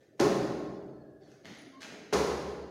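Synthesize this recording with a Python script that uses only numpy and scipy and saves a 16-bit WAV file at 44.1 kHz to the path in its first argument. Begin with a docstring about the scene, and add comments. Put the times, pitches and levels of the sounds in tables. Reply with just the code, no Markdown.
"""Fingers patter on a basketball, palms thump it hollowly and its shell rings; a bare, hard room booms on. A
person in a wheelchair has caught the ball, then tosses it up with a soft push and catches it again. Between the
catches sleeves rustle and the chair creaks and zings faintly, over a distant outdoor hum. A noise suppressor
turns down the faintest sound."""
import sys
import numpy as np
from scipy import signal
from scipy.fft import rfft, irfft, next_fast_len
from scipy.io import wavfile
from scipy.ndimage import uniform_filter1d

SR = 44100
rng = np.random.default_rng(int(sys.argv[2]) if len(sys.argv) > 2 else 0)


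def wav_out(sig):
    """Save sig, one row per channel (or a flat mono array), as 16-bit PCM at SR to the path in sys.argv[1]."""
    wavfile.write(sys.argv[1], SR, np.round(np.clip(np.atleast_2d(sig).T, -1, 1) * 32767).astype(np.int16))


N = 119070
TIME_S = np.arange(N) / SR
FFT_SIZE = next_fast_len(2 * N)
FREQS_HZ = np.maximum(np.arange(FFT_SIZE // 2 + 1) * SR / FFT_SIZE, 1)


def from_db(db):
    """Decibels to gain."""
    return 10 ** (np.asarray(db) / 20)


def at_hz(points, hz):
    """Table lookup on a log-frequency axis."""
    knots_hz, values = np.transpose(points)
    return np.interp(np.log(hz), np.log(knots_hz), values)


def tilted(spectrum, db_per_octave, pivot_hz=3000):
    """Spectrum brightened or dulled about a pivot."""
    return [(hz, db + db_per_octave * np.log2(hz / pivot_hz)) for hz, db in spectrum]


def fade(t60_s):
    """Exponential decay."""
    return np.exp(-np.log(1000) * TIME_S / t60_s)


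def delayed(x, start_s):
    """Sound placed at its start time."""
    return np.concatenate([np.zeros(max(int(start_s * SR), 0)), x])[:N]


def through(x, response):
    """Convolution with an impulse response."""
    return signal.fftconvolve(x, response)[:N]


def pulse(spectrum):
    """Minimum-phase pulse with this spectrum."""
    cepstrum = irfft(np.log(from_db(at_hz(spectrum, FREQS_HZ))), FFT_SIZE)
    folded = np.concatenate([cepstrum[:1], 2 * cepstrum[1:FFT_SIZE // 2]])
    return irfft(np.exp(rfft(folded, FFT_SIZE)), FFT_SIZE)[:N]


def ring(modes):
    """Struck modes decaying, neighbours in opposite sign."""
    return sum((-1) ** k * from_db(db) * np.sin(2 * np.pi * hz * TIME_S) * fade(t60_s)
               for k, (hz, db, t60_s) in enumerate(modes))


def stroke(length_s, attack_s=0.0019, release_s=0.021):
    """Envelope of a rubbing contact."""
    attack = 1 - np.exp(-TIME_S / attack_s)
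    return attack * np.exp(-np.maximum(TIME_S - length_s, 0) / release_s)


def wobble(rate_hz):
    """Smooth random signal, spread about 1."""
    return np.interp(TIME_S * rate_hz, np.arange(N), rng.standard_normal(N))


# outdoor hum spectrum: (frequency [Hz], level [dB])
HUM_SPECTRUM = [(25, -84), (70, -52.5), (130, -44.5), (220, -50), (330, -39), (600, -44), (900, -65.5),
                (1300, -67), (1700, -78), (2600, -70), (6000, -72.5), (15500, -85)]
def outdoor_hum():
    """Steady, low noise from far outside."""
    white = rfft(rng.standard_normal(FFT_SIZE))
    return irfft(white * from_db(at_hz(HUM_SPECTRUM, FREQS_HZ)), FFT_SIZE)[:N]


# reverberation time: (frequency [Hz], T60 [s])
ROOM_DECAY = [(80, 2.46), (250, 1.76), (500, 1.98), (1000, 1.42), (2000, 1.386), (4000, 1.33),
              (6000, 1.075), (9000, 1.01), (15000, 0.95)]
def room(x, direct_db, tail_db=-34, early_db=-36, echoes_per_s=120):
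    """Hard walls add scattered early echoes and a dense tail whose treble dies first."""
    white, tail = rfft(rng.standard_normal(N)), 0
    hz = np.arange(len(white)) * SR / N
    edges_hz = np.concatenate([[0], np.geomspace(100, SR / 2, 16)])
    for low, high in zip(edges_hz, edges_hz[1:]):
        band = irfft(white * ((hz >= low) & (hz < high)), N)
        envelope = np.sqrt(uniform_filter1d(band ** 2, size=3000) * SR / 2 / (high - low))
        tail += band / envelope * fade(at_hz(ROOM_DECAY, (low + high) / 2))
    arrivals = rng.random(N) < echoes_per_s / SR
    echoes = arrivals * rng.choice([-1, 1], N) * fade(t60_s=0.43)
    response = from_db(tail_db) * tail + from_db(early_db) * delayed(echoes, start_s=0.0085)
    return from_db(direct_db) * x + through(x, response)


# metal frame modes: (frequency [Hz], level [dB], width [Hz])
FRAME_MODES = [(3850, -1, 120), (6573, -3, 180), (7500, -13, 150), (9200, -5, 250), (10471, 3, 220),
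               (14350, -9, 300)]
def frame_zing(start_s=1.585, level_db=-66):
    """The chair's metal frame rings once, briefly, in narrow noise bands."""
    zing = 0
    for hz, db, width_hz in FRAME_MODES:
        zing += from_db(level_db + db) * wobble(width_hz) * np.sin(2 * np.pi * hz * TIME_S)
    return delayed(zing * fade(t60_s=0.45), start_s)


# chair creaks: (start [s], length [s], from [Hz], to [Hz], level [dB])
CHAIR_CREAKS = [(0.877, .14, 4350, 4305, -81), (0.963, 0.136, 1723, 1670, -74.5),
                (1.201, 0.036, 770, 761, -65.5), (1.211, .05, 4550, 4430, -74),
                (1.502, 0.039, 347, 383, -59), (1.578, 0.0834, 246.2, 322.3, -55.5),
                (1.672, 0.12, 278.7, 244.5, -57.5), (1.725, 0.043, 1063, 1136, -59.5),
                (1.84, 0.149, 404.3, 416.7, -55)]
def chair_creaks(pitch_jitter=0.0268):
    """Shifting weight draws rough, gliding tones from the chair."""
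    out = 0
    for start_s, length_s, from_hz, to_hz, db in CHAIR_CREAKS:
        glide_hz = np.interp(TIME_S, [0, length_s], [from_hz, to_hz])
        hz = glide_hz * (1 + pitch_jitter * wobble(rate_hz=100))
        grip = 1 + 0.48 * wobble(rate_hz=150.4)
        tone = np.sin(2 * np.pi * np.cumsum(hz) / SR)
        out += delayed(from_db(db) * grip * stroke(length_s) * tone, start_s)
    return room(out, direct_db=0.5)


# cloth strokes: (start [s], length [s], level [dB], tilt [dB/octave])
CLOTH_STROKES = [(0.0, 0.024, -57.5, 0), (1.204, 0.069, -59.5, -0.5), (1.272, 0.062, -57.5, 2),
                 (1.446, 0.012, -40, -1), (1.48, 0.11, -55, 0.5), (1.805, 0.018, -37.5, 1.5),
                 (1.838, 0.1, -51.5, -1.5)]
# cloth spectrum: (frequency [Hz], level [dB])
CLOTH_SPECTRUM = [(60, -21), (120, 2.5), (200, 9.5), (400, 6.5), (700, 7.5), (1100, -2), (1900, 3.5),
                  (3000, -0.5), (4500, -2), (5600, -5), (6500, -4), (7800, -18), (10000, -20), (15500, -34)]
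def cloth_rustles():
    """Sleeves and seat rub in short, grainy strokes as the arms move."""
    out = 0
    for start_s, length_s, db, tilt in CLOTH_STROKES:
        grains = rng.standard_normal(N) * np.exp(wobble(rate_hz=850))
        rub = from_db(db) * grains / grains.std() * stroke(length_s)
        colour = pulse(tilted(CLOTH_SPECTRUM, tilt))
        out += delayed(through(rub, colour), start_s)
    return room(out, direct_db=-4.5)


# push spectrum: (frequency [Hz], level [dB])
PUSH_SPECTRUM = [(30, -21), (70, -11), (130, 0.5), (200, 10), (300, -8.5), (600, -30), (2000, -43)]
def toss(start_s=1.46, level_db=-33):
    """A soft, low push as the ball leaves the hands."""
    push = from_db(level_db) * rng.standard_normal(N) * stroke(length_s=0.055)
    return delayed(through(push, pulse(PUSH_SPECTRUM)), start_s)


# hollow notes: (start [s], rise [s], from [Hz], to [Hz], level [dB])
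HOLLOW_NOTES = [(.208, 0.033, 294.4, 420, -21), (2.151, 0.072, 400, 425.4, -33)]
def hollow_swells(glide_s=0.0399):
    """Just after each thump a note rises in level and pitch, then dies."""
    out = 0
    for start_s, rise_s, from_hz, to_hz, db in HOLLOW_NOTES:
        hz = np.interp(TIME_S, [0, glide_s], [from_hz, to_hz])
        envelope = TIME_S / rise_s * np.exp((1 - (TIME_S / rise_s) ** 2) / 2)
        tone = np.sin(2 * np.pi * np.cumsum(hz) / SR)
        out += delayed(from_db(db) * envelope * tone, start_s)
    return out


# finger landings: (time [s], level [dB], tilt [dB/octave])
FINGER_HITS = [(0.1949, -7.5, -4.5), (0.1986, 3, .5), (0.2058, -28, -1), (0.2102, 0, 0.5), (2.126, -5, -3),
               (2.13, -4, 1), (2.133, 2, 0.5), (2.138, 2.5, 1)]
# slap spectrum: (frequency [Hz], level [dB])
SLAP_SPECTRUM = [(60, -16), (150, -21.5), (600, 4), (1100, 4.5), (1800, 2), (2500, -2.5), (3300, -4.5),
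                 (4300, -3), (6600, -4), (7600, -15), (10000, -16.5), (15500, -31)]
def finger_slaps():
    """Each finger hits the rubber with a brief, broadband crack."""
    out = 0
    for start_s, db, tilt in FINGER_HITS:
        burst = rfft(rng.standard_normal(N) * fade(t60_s=0.03), FFT_SIZE)
        crack = irfft(burst / np.abs(burst), FFT_SIZE)[:N]  # whitened
        slap = through(crack / np.linalg.norm(crack), pulse(tilted(SLAP_SPECTRUM, tilt)))
        out += delayed(from_db(db) * room(slap, direct_db=-4.5), start_s)
    return out


# palm impacts: (time [s], thump [dB], pitch [Hz], ball ring [dB], standing waves [dB], boom [dB])
PALM_HITS = [(0.203, 29, 357, -31.5, -37, -51), (2.128, 26, 433, -32.5, -44, -43)]
# thump spectrum: (frequency / pitch [ratio], level [dB])
THUMP_SPECTRUM = [(.1, -57), (.25, -35), (.36, -7), (.6, -8), (.74, -7), (.87, 0), (1.1, -0.5),
                  (1.35, -10.5), (1.8, -9), (2.3, -11.5), (4, -27), (10, -53)]
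# shell modes of the ball: (frequency [Hz], level [dB], T60 [s])
BALL_MODES = [(990, -10.5, 0.075), (1077.4, 2, 0.16), (1133, -12.5, .1), (1312, -3, 0.12),
              (1396, -4.5, 0.059), (1790, -11, 0.076), (1880, -27, .1)]
# standing waves of the room: (frequency [Hz], level [dB], T60 [s])
ROOM_MODES = [(131, -1.5, 2.07), (135.2, -17, 0.53), (193, 1.5, 1.95), (228.7, -1.5, 2.1),
              (295, -4.5, 3.86), (404.2, 7, 2.01), (432, 2.5, 1), (554.3, 6, 1.46), (604, -7, 2.6),
              (644, -10, 3.2)]
# deepest standing waves, a beating pair: (frequency [Hz], level [dB], T60 [s])
BOOM_MODES = [(69.0, 0, 2.6), (76.0, -2, 2.4)]
def catches(build_s=0.005):
    """Palms stop the ball, its shell rings, and the room's standing waves build up and die."""
    out, build = 0, 1 - np.exp(-TIME_S / build_s)
    for start_s, thump_db, pitch_hz, ring_db, standing_db, boom_db in PALM_HITS:
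        thump = pulse([(ratio * pitch_hz, db) for ratio, db in THUMP_SPECTRUM])
        ball = from_db(thump_db) * thump + from_db(ring_db) * ring(BALL_MODES)
        waves = from_db(standing_db) * ring(ROOM_MODES) + from_db(boom_db) * ring(BOOM_MODES)
        out += delayed(room(ball, direct_db=-8.5) + build * waves, start_s)
    return out


def scene():
    """Mono mix of hum, ball, clothes and chair."""
    hum = outdoor_hum()
    ball = catches() + hollow_swells() + finger_slaps() + toss()
    return (hum + ball + cloth_rustles() + chair_creaks() + frame_zing())[None]


# suppressor threshold: (frequency [Hz], level [dB])
NOISE_THRESHOLD = [(80, -58), (400, -40), (900, -52), (1500, -72.5), (2500, -57), (5000, -65.5),
                   (8000, -73.5), (15000, -87)]
def noise_suppressor(x, depth_db=-8.5, size=1024):
    """Each band is turned down as its smoothed power sinks towards the threshold."""
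    framing = dict(fs=SR, nperseg=size, noverlap=size - size // 4)
    hz, _, spectra = signal.stft(x, **framing)
    power = uniform_filter1d(np.abs(spectra) ** 2, size=5, axis=-1)  # over time
    power = uniform_filter1d(power, size=3, axis=-2) * size / 1.5  # over frequency
    threshold = from_db(at_hz(NOISE_THRESHOLD, np.maximum(hz, 1)))[:, None] ** 2
    gain = np.maximum(power / (power + threshold), from_db(depth_db))
    return signal.istft(spectra * gain, **framing)[1][..., :N]


def record(dry):
    """Microphone bass roll-off, noise suppression, steep treble cut."""
    low_cut_hz, high_cut_hz = 23, 15800
    highpass = signal.butter(2, low_cut_hz, "high", fs=SR, output="sos")
    lowpass = signal.ellip(12, 0.1, 80, high_cut_hz, fs=SR, output="sos")
    suppressed = noise_suppressor(signal.sosfilt(highpass, dry))
    return signal.sosfilt(lowpass, suppressed)


dry = scene()
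out = record(dry)
wav_out(out)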